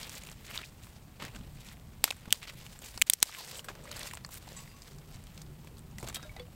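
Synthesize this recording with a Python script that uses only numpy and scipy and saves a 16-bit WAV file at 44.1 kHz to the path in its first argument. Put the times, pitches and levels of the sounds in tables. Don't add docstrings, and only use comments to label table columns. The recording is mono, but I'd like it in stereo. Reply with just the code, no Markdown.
import sys
import numpy as np
from scipy import signal
from scipy.fft import rfft, irfft, next_fast_len
from scipy.io import wavfile

SR = 44100
rng = np.random.default_rng(int(sys.argv[2]) if len(sys.argv) > 2 else 0)


def level_to_linear(level):
    exponent = np.asarray(level, float) / 20
    return 10 ** exponent


def transcribe(signal):
    frames = np.atleast_2d(signal).T
    limited = np.clip(frames, -1, 1)
    pcm = np.round(limited * 32767).astype(np.int16)
    wavfile.write(sys.argv[1], SR, pcm)


N = 288844


def rms_one(x):
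    return x / np.sqrt(np.mean(x ** 2) + 1e-20)


def peak_one(x):
    return x / np.abs(x).max()


def in_time(rows):
    s, *columns = np.transpose(rows)
    return [np.interp(np.arange(N) / SR, s, column) for column in columns]


def colour(x, points):
    hz, db = np.transpose(points)
    size = 2 * next_fast_len(len(x) // 2 + 1, real=True)
    grid = np.maximum(np.fft.rfftfreq(size, 1 / SR), 1)
    gain = level_to_linear(np.interp(np.log(grid), np.log(hz), db))
    folded = irfft(np.log(gain), size)
    folded[1:size // 2] *= 2
    folded[size // 2 + 1:] = 0
    return irfft(rfft(x, size) * np.exp(rfft(folded)), size)[:len(x)]


def shaped_noise(points):
    return rms_one(colour(rng.standard_normal(N), points))


def bandpass(x, low_hz, high_hz):
    return signal.lfilter(*signal.butter(2, [low_hz, min(high_hz, .48 * SR)], "band", fs=SR), x)


def drift(rate):
    r = np.exp(-40 * np.pi * rate / SR)
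    slow = signal.lfilter([1], [1, -2 * r, r * r], rng.standard_normal(N // 20 + 2002))[2000:]
    return np.interp(np.arange(N) / 20, np.arange(len(slow)), rms_one(slow))


def ring(clicks, hz, t60):
    r = level_to_linear(-60 / (t60 * SR))
    w = 2 * np.pi * min(hz, .45 * SR) / SR
    return signal.lfilter([0, np.sin(w)], [1, -2 * r * np.cos(w), r * r], clicks + 1e-18)


def add(track, s, sound):
    i = round(s * SR)
    track[i:i + len(sound)] += sound[:len(track) - i]


def crack(fibres, wood_hz, splinter_db, low_db, ms, cycles, first, after_db, tail_db):
    splinter_hz = [7600, 8760, 13600]
    t = np.arange(len(fibres)) / SR * 1000
    dying = np.exp(-t / max(ms, .1)) + level_to_linear(after_db) * np.exp(-t / 1.84) + level_to_linear(tail_db) * np.exp(-t / 5.0)
    run = fibres * np.abs(fibres) * dying
    run[4] += first
    wood = bandpass(ring(run, wood_hz, cycles / wood_hz), 0.35 * wood_hz, 21000)
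    wood = bandpass(wood, 0.56 * wood_hz, 2.56 * wood_hz)
    splinter = bandpass(run, 1900, 21000) + 0.33 * sum(ring(run, hz, 1.74 / hz) for hz in splinter_hz)
    splinter = bandpass(splinter, 4680, 18160)
    low = bandpass(run, 200, 2170)
    return peak_one(wood) - level_to_linear(splinter_db) * peak_one(splinter) + level_to_linear(low_db) * peak_one(low)


def twigs(rows, trim_db, **make):
    out = np.zeros(N)
    for (s, db, *kind), fibres in zip(rows, rng.standard_normal((len(rows), 1500))):
        add(out, s, level_to_linear(db + trim_db) * crack(fibres, *kind, **make))
    return out


def gliding_noise(rows, half_width_hz):
    db, hz = in_time(rows)
    t = np.arange(N) / SR
    rub = signal.lfilter(*signal.butter(2, half_width_hz, fs=SR), rng.standard_normal((2, N)))
    wander = 0.048 * drift(25.9)
    turn = 2 * np.pi * np.cumsum(hz * (1 + wander)) / SR
    moved = rms_one(rub[0] * np.cos(turn) + rub[1] * np.sin(turn))
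    return (t > rows[0][0]) * (t < rows[-1][0]) * level_to_linear(db) * moved


def air():
    # frequency in Hz, level in dB per Hz
    air_tone = [(180, -28), (300, -3.5), (722, -9), (797, -7.5), (895, -8.5), (1820, -17), (2300, -18.5),
                (5810, -24), (15700, -21.5)]
    return shaped_noise(air_tone) * level_to_linear(-62 - 1.5 + 0.44 * drift(1.2))


def flame():
    # time in seconds, level in dB
    flutter = [(0.0, -51.5), (0.88, -53), (1.37, -48.5), (1.73, -50.5), (2.13, -50.5), (3.1, -52.5),
               (3.41, -56), (3.72, -52), (4.05, -51), (4.9, -52.5), (5.47, -49.5), (5.8, -49), (6.0, -48.5),
               (6.55, -50)]
    # frequency in Hz, level in dB per Hz
    flame_tone = [(8.8, -32), (15, -3), (43, 3), (119, -0.5), (150, -2), (227, -8), (283, -16), (330, -18),
                  (430, -56), (730, -120)]
    flame_db, = in_time(flutter)
    return shaped_noise(flame_tone) * level_to_linear(flame_db + 1.5 + 0.96 * drift(5.0))


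def hollow_drone():
    # time in seconds, level in dB
    swells = [(0, -80), (.33, -56), (.42, -71), (1.55, -64), (1.7, -54), (1.9, -66), (4.3, -63),
              (4.55, -55), (4.8, -65), (5.0, -50), (5.25, -64.5), (5.55, -50), (5.72, -59), (5.9, -49),
              (6.1, -62), (6.55, -56)]
    return gliding_noise([(*row, 150) for row in swells], 12)


def strokes(rows, rise_db_s, fall_db_s):
    t, out = np.arange(N) / SR, 0
    for s, hold, db, fine_db, dull_db in rows:
        away_db = rise_db_s * np.maximum(s - t, 0) + fall_db_s * np.maximum(t - s - hold, 0)
        out = out + level_to_linear(2 * (db - away_db)) * level_to_linear(2 * np.array([[0], [fine_db], [dull_db]]))
    return out


def effort():
    # start in seconds, hold in seconds, bark level in dB,
    # fine scrape in dB re bark, dull knock in dB re bark.
    rubs = [(0.0, 0.032, -46.5, -4.5, -8), (.43, .03, -64, -0.5, -12), (1.57, 0.036, -66, 0.5, -15),
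            (.86, 0.021, -64, 1, -1), (1.36, 0.0092, -60, -4.5, 5), (2.21, 0.026, -61, -6.5, -16),
            (2.625, 0.014, -57, -4, -6), (2.735, 0.016, -66.5, 5, -17), (2.94, 0.026, -59, -0.5, -17),
            (3.34, 0.013, -46, -2, -17.5), (3.77, 0.022, -67, -7, 13), (3.92, 0.026, -54, -12, -8),
            (3.97, 0.069, -51.5, -1.5, -2), (4.5, 0.089, -58, -0.5, 2.5), (4.7, 0.025, -65.5, 3, -10),
            (4.87, 0.005, -63, 3, -10), (5.14, .02, -62, -1.5, 0), (5.27, 0.13, -66.5, -2.5, -0.5),
            (6.24, 0.0052, -63.5, -1, 6)]
    drags = [
        (.13, 0.053, -57, 4.5, -2.5),
        (.22, 0.11, -56, -5, -5.5),
        (.5, 0.12, -50, -7.5, -5),
        (1.645, 0.083, -57, -5, -20),
        (2.28, 0.016, -64.5, -26, 7.5),
        (3.38, 0.22, -57, 5.5, 2),
        (6.4, 0.016, -59, -27, 8),
    ]
    jolts = [
        (.645, 0.013, -61, 0.5, -10),
        (1.2, 0.049, -47.5, -12, -1),
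        (2.044, 0.0098, -41.5, 1, -6),
        (2.329, 0.0031, -48, 6.5, 2),
        (3.1, 0.0073, -53.5, 8.5, -31),
        (3.232, 0.03, -52, 10.5, -15),
        (6.03, .004, -56.5, 2.5, 10),
        (6.165, 0.004, -53, -15, 5.5),
    ]
    scrapes = [(2.419, .021, -43, -12, -26), (2.475, .026, -47, -9, -20), (2.82, .07, -58, 3, -3),
               (3.068, .012, -50, 4, -15), (3.26, .04, -53, -2, -8), (3.687, .014, -57, -2, 14),
               (4.056, .022, -53, 3, -3), (4.31, .07, -58, 3, -8), (5.99, .025, -67, 3, -2),
               (6.068, .036, -52, -5, 0.5), (6.146, .022, -47, -1, -8)]
    # bark, fine and dull level [dB]
    resting_db = [-69, -72.5, -64]
    moving = strokes(rubs, 100, 110) + strokes(drags, 186, 910)
    moving = moving + strokes(jolts, 2509, 242) + strokes(scrapes, 2509, 910)
    return 10 * np.log10(moving + level_to_linear(2 * np.array(resting_db))[:, None])


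def grains(low_hz, high_hz, per_s, clumps, uneven_db, cycles, patchy_db):
    sizes = level_to_linear(uneven_db * np.minimum(rng.exponential(1, N), 4)) * rng.choice([-1, 1], N)
    born = rng.random(N) < per_s * clumps / SR
    dealt = rng.integers(0, 12, N)
    patches = level_to_linear(patchy_db * rng.standard_normal((12, N // 1100 + 1)))[dealt, np.arange(N) // 1100]
    hits = sizes * born * patches
    pitches = np.geomspace(low_hz, high_hz, 12)
    return rms_one(sum(ring(hits * (dealt == k), hz, cycles / hz) for k, hz in enumerate(pitches)))


def rustle():
    bark_db, fine_db, dull_db = effort()
    slip = level_to_linear(1.3 * drift(90) + .3 * drift(16))
    bark = grains(1940, 4370, 4000, slip, uneven_db=3.5, cycles=6.6, patchy_db=2.5) * level_to_linear(bark_db - 1.98)
    fine = grains(4140, 18000, 8000, slip, uneven_db=2.4, cycles=4.3, patchy_db=5.0) * level_to_linear(fine_db + 0.67)
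    dull = grains(394, 1460, 2200, slip, uneven_db=2.0, cycles=5.5, patchy_db=3.5) * level_to_linear(dull_db - 3.0)
    return slip * (bark + fine + dull)


def crackles():
    # start in seconds, peak in dB, wood pitch in Hz
    stray = [(.012, -39, 2300), (.043, -38, 3000), (.052, -47, 2000), (.1521, -35, 6500), (.168, -37, 2500),
             (.18, -36, 4230), (.236, -35.5, 7000), (.25, -43, 7000), (.298, -40, 7500), (.4953, -42, 2260),
             (.5, -38, 2420), (.565, -30.5, 2500), (.6594, -44, 4240), (3.261, -35, 600),
             (3.293, -31, 1100), (3.348, -25, 2230), (3.385, -40, 980), (3.405, -43, 810),
             (3.4878, -38, 4940), (3.555, -33.5, 2980), (3.752, -46, 5040), (3.845, -46, 7500),
             (3.876, -40, 1900), (3.926, -36, 3000), (3.976, -36.5, 1500), (4.014, -33.5, 2000),
             (4.178, -42, 2500), (4.262, -41, 7000), (4.325, -42, 2500), (4.371, -41, 2220),
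             (4.676, -43.5, 2100), (4.722, -57, 4500), (6.003, -44, 910), (6.074, -40, 660),
             (6.086, -38, 2500), (6.228, -56, 980), (6.366, -44, 3720), (6.483, -50, 754)]
    return twigs(stray, -2.4, splinter_db=-9.5, low_db=-24, ms=1.3,
                 cycles=7.8, first=1.2, after_db=-12.5, tail_db=-23)


def raps():
    # start in seconds, peak in dB, wood pitch in Hz
    dull_raps = [(.0195, -39, 5000), (.0445, -36, 3700), (.289, -37.5, 2500), (.5885, -33, 3600),
                 (.589, -36.5, 1500), (.631, -36, 2310), (.637, -36, 2500), (1.206, -44, 3000),
                 (1.2845, -42, 2500), (1.347, -42, 2700), (1.41, -47, 3320), (6.147, -35, 3020),
                 (6.028, -36.5, 326)]
    return twigs(dull_raps, -2.5, splinter_db=-28, low_db=-24, ms=2.0,
                 cycles=10.0, first=1.4, after_db=-15, tail_db=-20)


def small_ticks():
    # start in seconds, peak in dB, wood pitch in Hz.
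    flecks = [(.03, -32, 4610), (.0946, -29, 6260), (2.02, -48, 6760), (2.0524, -30, 8700),
              (2.167, -40, 9000), (2.7898, -34.5, 7500), (3.0694, -29, 7900), (3.2022, -29, 6460),
              (3.223, -26, 4740), (3.26, -38, 7560), (3.5452, -39, 4500), (3.839, -41, 8100),
              (3.9932, -27, 8230), (4.145, -44, 7900), (4.1516, -29.5, 7920), (4.265, -38, 8000),
              (4.4885, -38.5, 4980), (4.5298, -38, 5710), (4.82, -37.5, 4610), (5.77, -46, 3960),
              (5.792, -39.5, 8230), (6.0, -34.5, 7800), (6.007, -53, 8980)]
    ticks = [(.2153, -45, 2540), (.235, -40.5, 2290), (.5116, -36, 2270), (.5407, -36, 2970),
             (6.0975, -37.5, 3520), (.6167, -38, 3300), (1.213, -43, 2000), (.8361, -45.5, 2760),
             (1.2054, -58, 3060), (1.687, -40, 3220), (1.7976, -49, 3160), (2.082, -33, 1510),
             (2.4287, -29.5, 3100), (2.4965, -35, 2620), (2.665, -35, 2760), (2.8406, -40, 2540),
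             (3.3404, -36, 2180), (3.593, -32, 2880), (3.6897, -40, 1300), (4.0306, -32, 3900),
             (4.111, -35, 2200), (4.29, -40.5, 1040), (6.0737, -33, 3720), (6.3636, -40, 770),
             (6.398, -50, 3560)]
    splits = [(.27, -43, 2460), (.3147, -43.5, 4730), (1.1988, -57, 1560), (1.2506, -37, 1700),
              (2.6127, -47.5, 2130), (2.7247, -51, 3220), (2.8197, -48, 2760), (3.9143, -36, 3900),
              (3.966, -39, 4600), (4.135, -37.5, 1010), (4.342, -43, 8100), (4.9852, -49.5, 3900),
              (5.239, -55, 5860), (5.2687, -52, 4600), (5.3772, -49, 4000), (5.4173, -46, 4700),
              (5.6461, -51.5, 958), (5.782, -53, 3490), (5.912, -54.5, 12000), (5.9837, -40.5, 2130),
              (6.0859, -35, 6100), (6.099, -41, 1360)]
    knocks = [(.2873, -48, 2930), (.5462, -41, 2140), (.8687, -52, 860), (1.2224, -37.5, 1330),
              (1.281, -45, 1760), (1.362, -44, 3020), (1.409, -58, 2840), (2.0769, -31, 1320),
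              (2.123, -42, 1390), (2.2557, -46, 2440), (2.2808, -51, 915), (2.453, -42.5, 1720),
              (2.9427, -46.5, 3230), (3.7523, -49, 1700), (3.8546, -47.5, 1174), (4.0567, -44, 1071),
              (4.1722, -40.5, 1650), (5.672, -49.5, 2400), (6.0277, -40, 829), (6.1267, -46, 2220),
              (6.2284, -46, 4870)]
    soft = dict(cycles=7.6, first=0.92, after_db=-17.5, tail_db=-14.0)
    out = twigs(flecks, -3.5, splinter_db=-13.5, low_db=-11, ms=0.82, **soft)
    out += twigs(ticks, -1.5, splinter_db=-5.5, low_db=-6.5, ms=1.9, **soft)
    out += twigs(splits, -0.77, splinter_db=3.5, low_db=1.0, ms=1.8, **soft)
    out += twigs(knocks, -3.0, splinter_db=-0.5, low_db=7.5, ms=2.7, **soft)
    return out


def pops():
    # start in seconds, peak in dB, wood pitch in Hz
    dry_pops = [(.5763, -37, 3900), (1.2255, -29.5, 2500), (1.2385, -35, 4500), (1.362, -41, 4000),
                (1.39, -46, 5000), (1.687, -41, 6000), (1.715, -43, 1800), (1.77, -46, 2000),
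                (4.136, -32, 1990), (4.172, -34, 2620), (5.16, -43, 4000), (5.239, -42, 5900),
                (5.27, -43, 2500), (5.3772, -36.5, 3020), (5.4165, -39.5, 3500), (5.465, -51, 3500),
                (5.778, -47, 7200), (6.228, -42, 4900), (6.397, -38, 2800), (6.365, -42, 2000),
                (5.9837, -35, 3380), (.031, -35, 3500), (.5116, -32.5, 1600), (.5475, -41, 3000),
                (.617, -35, 2000), (3.0895, -39, 5000), (3.111, -41, 4000)]
    return twigs(dry_pops, -1.9, splinter_db=-7.5, low_db=-7, ms=0.13,
                 cycles=2.7, first=7.7, after_db=-21, tail_db=-40)


def specks():
    # start in seconds, peak in dB, pitch in Hz
    bright = [(.279, -38, 10000), (.4715, -45, 8000), (.479, -45, 7500), (.4955, -43, 9000),
              (2.988, -42, 9000), (2.996, -38, 12000), (3.113, -40, 13000), (3.342, -33, 7500),
              (4.145, -36, 8000), (4.342, -30.5, 10000), (4.82, -46, 6600), (5.984, -38, 7950),
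              (5.99, -40, 7500), (5.995, -43, 7980), (6.006, -42, 9500), (6.021, -49, 5000),
              (6.052, -46, 8000), (6.069, -41, 7000), (6.0915, -34, 7200), (6.127, -39, 9200),
              (3.214, -39.5, 5000)]
    return twigs(bright, -2.5, splinter_db=-20, low_db=-30, ms=.5,
                 cycles=9.7, first=1.5, after_db=-20, tail_db=-30)


def snapping():
    # start in seconds, wood peak in dB, wood pitch in Hz, splinter in dB re wood, low part in dB re wood
    snaps = [(0.5763, -22.5, 3660, -35, -16), (2.0411, -17, 4200, 13.5, 1.5), (2.1057, -17.5, 3530, -8, -8),
             (2.109, -22.5, 2430, 3, 1), (2.306, -33.5, 3120, -3, -21), (2.326, -9, 3070, 8.5, -25),
             (2.976, -32, 4280, 1.5, 0.5), (3.0156, -11, 2380, 0, -30), (3.0203, -5.5, 2900, 5.5, -40),
             (3.0988, -3, 3500, 8, -22), (3.1349, -24.5, 5050, 24.5, 0), (3.2277, -4.5, 4060, 13.5, -6.5),
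             (3.644, -43.5, 7600, 8.5, 2.5), (3.685, -46, 1516, 0, 17), (4.248, -30.5, 4400, -19, -1.5),
             (6.1452, -38, 3170, 10, -24), (6.158, -28, 3830, -6, -18)]
    clean_ms, slower_per_db = 0.18, 0.7864
    breaks = [(*row, clean_ms * level_to_linear(-slower_per_db * row[1])) for row in snaps]
    return twigs(breaks, -1.73, cycles=13.0, first=7.6, after_db=-11, tail_db=-76)


def broken_halves():
    # start in seconds, peak in dB, wood pitch in Hz
    halves = [
        (2.0409, -11.5, 2700),
        (2.041, -24, 890),
        (2.3262, -20.5, 1520),
        (3.2277, -8, 2050),
        (3.2278, -19, 946),
        (3.0156, -10.5, 7040),
        (3.1352, -13.5, 3260),
    ]
    return twigs(halves, -2.64, splinter_db=-32.5, low_db=-32, ms=0.11,
                 cycles=6.6, first=5.3, after_db=-21, tail_db=-52)


def ringing_shards():
    # start in seconds, level in dB, pitch in Hz, t60 in seconds
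    shards = [(2.0412, -20, 8480, 0.011), (2.0411, -15.5, 4540, 0.0073), (2.0411, -15, 14000, 0.0044),
              (2.326, -18, 8600, 0.0074), (2.326, -16.5, 13700, 0.0055), (2.326, -17, 16100, .004),
              (3.0204, -6, 2280, 0.0052), (3.0204, -19, 14000, .004), (3.2274, -18, 3490, .005),
              (3.2277, -16, 7930, .009), (3.2277, -15.5, 8460, .009), (3.2278, -11.5, 5730, 0.0076)]
    out, click = np.zeros(N), np.eye(1, 1500)[0]
    for s, db, hz, t60 in shards:
        add(out, s, level_to_linear(db) * bandpass(ring(click, hz, t60), .6 * hz, SR))
    return out


def recoils():
    # start in seconds, peak in dB, wood pitch in Hz
    springs = [
        (3.0987, -4, 2640),
        (3.0203, -25, 2160),
    ]
    back = twigs(springs, -2.0, splinter_db=-35, low_db=-45, ms=0.094,
                 cycles=6.0, first=9.3, after_db=-30, tail_db=-57.0)
    return -bandpass(back, 1800, 12000)


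def loud_breaks():
    out = snapping() + broken_halves() + ringing_shards()
    echo = level_to_linear(-11.5) * bandpass(out, 5470, 15130)
    add(out, 1.4 / 1000, echo)
    return out + recoils()


def bumps():
    # start in seconds, peak in dB, pitch in Hz
    thuds = [(1.221, -35, 152), (1.243, -32, 186), (1.399, -35, 81), (2.276, -30.5, 172),
             (2.551, -35.5, 143), (2.959, -37, 111), (4.951, -36.5, 136), (5.152, -33, 99),
             (6.03, -36, 114.4), (1.408, -35.5, 190), (1.99, -39, 55), (6.38, -38, 89.5)]
    out = np.zeros(N)
    for s, db, hz in thuds:
        push = np.r_[np.hanning(round(.4 * SR / hz)), np.zeros(3000)]
        add(out, s, level_to_linear(db) * peak_one(ring(push, hz, 3.2 / hz)))
    return out


def drawn_twig():
    # time in seconds, level in dB, pitch of the hollow in Hz.
    hand = [
        (3.3, -75, 1700),
        (3.345, -56, 1500),
        (3.39, -51, 950),
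        (3.44, -66, 852.4),
        (3.49, -63, 647.4),
        (3.56, -56, 556.4),
        (3.6, -67, 496),
        (3.85, -57.5, 552),
        (4.07, -57, 560),
    ]
    draw = [
        (3.31, -75, 1890),
        (3.35, -67, 2200),
        (3.39, -46, 4120),
        (3.46, -65, 5090),
        (3.52, -67, 7220),
        (3.585, -52, 8100),
        (3.6, -80, 8000),
    ]
    return gliding_noise(hand, 64) + gliding_noise(draw, 600)


def metal():
    # pitch in Hz, level in dB, t60 in seconds
    part_modes = [(1114, -16, 0.38), (1943, -18, .3), (2680, -23, 0.3), (3688, -22, 0.3), (3900, -16, 0.3),
                  (4848, -16, 0.63), (6067, -11, .2), (6494, -9, 0.2), (7170, -3, 0.2), (7770, 1.5, 0.19)]
    # start in seconds, level in dB, tilt in dB per octave
    part_taps = [
        (4.565, -46.5, -3.5),
    ]
    # start in seconds, level in dB, pitch in Hz, t60 in seconds
    nudges = [
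        (4.694, -64, 2702, .5),
        (4.69, -66, 4852, .6),
        (4.58, -66, 2697, .5),
        (4.755, -64, 6070, .2),
        (4.74, -59, 1114, .35),
    ]
    # start in seconds, level in dB, pitch in Hz, t60 in seconds
    wall_pings = [(6.158, -47.5, 3785, 0.17), (6.16, -51, 1300, 0.17), (6.158, -42, 3230, 0.071),
                  (6.228, -54, 3780, 0.18), (6.236, -54, 1400, .12), (6.3, -64, 2268, .5),
                  (6.366, -48, 3770, 0.03), (6.233, -49.5, 1620, 0.091), (6.17, -50, 1615, .05),
                  (6.228, -50, 5000, .04), (6.25, -47, 612, 0.2), (6.294, -45.5, 2260, 0.083),
                  (6.366, -46.5, 2000, 0.045), (6.396, -44.5, 3435, 0.064), (6.398, -52, 4500, 0.065),
                  (6.397, -44, 2220, 0.025), (6.40, -39.5, 493, 0.17)]
    out, click = np.zeros(N), np.eye(1, SR // 2)[0]
    for s, db, tilt_db in part_taps:
        for hz, mode_db, t60 in part_modes:
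            add(out, s, level_to_linear(db + mode_db + tilt_db * np.log2(hz / 4000)) * ring(click, hz, t60))
    for s, db, hz, t60 in nudges + wall_pings:
        add(out, s, level_to_linear(db) * ring(click, hz, t60))
    return out


def gusts():
    # time in seconds, level in dB, pitch in Hz
    upper_mode = [
        (4.9, -71, 400),
        (4.98, -61, 399.5),
        (5.3, -78, 360),
        (5.5, -60.5, 360),
        (5.57, -68.5, 360),
        (5.66, -60, 400),
        (6.0, -70, 360),
    ]
    return gliding_noise(upper_mode, 44)


def scene():
    quiet = air() + flame() + hollow_drone() + rustle()
    quiet += crackles() + raps() + small_ticks() + pops() + specks()
    quiet += bumps() + drawn_twig() + metal() + gusts()
    steady_top = signal.ellip(10, .5, 60, 15800, fs=SR, output="sos")
    mono = loud_breaks() + signal.sosfilt(steady_top, quiet)
    return np.array([mono, mono])


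def low_pass(x):
    return signal.sosfilt(signal.butter(12, 17170, fs=SR, output="sos"), x)


def record(dry):
    # frequency in Hz, gain in dB
    mic = [(20, -4), (5000, 2.5), (6200, 2), (8000, 5), (9300, 2), (10600, 0.5), (13500, 3.5), (15500, 1),
           (22000, -1)]
    # frequency in Hz, level in dB per Hz
    hiss = [(60, -13.5), (500, -7), (1300, -12.5), (5000, -11), (15500, -8.5), (16000, -51)]
    duck_from_db, duck_share, recover_db_s, duck_ms = -23, 0.31, 38, 8.5
    t = np.arange(N) / SR
    over_db = np.maximum(20 * np.log10(np.abs(dry[0]) + 1e-9) - duck_from_db, 0) * duck_share
    held_db = np.maximum.accumulate(over_db + recover_db_s * t) - recover_db_s * t
    r = np.exp(-1000 / (duck_ms * SR))
    duck_db = signal.lfilter([1 - r], [1, -r], held_db)
    x = colour(dry[0], mic) * level_to_linear(-duck_db)
    x = .95 * np.tanh(x / .95)
    side = shaped_noise(hiss) * level_to_linear(-77.5)
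    stereo = x + side * [[1], [-1]]
    top = signal.cheby2(12, 70, 17300, fs=SR, output="sos")
    return low_pass(signal.sosfilt(top, stereo))


dry = scene()
out = record(dry)
transcribe(out)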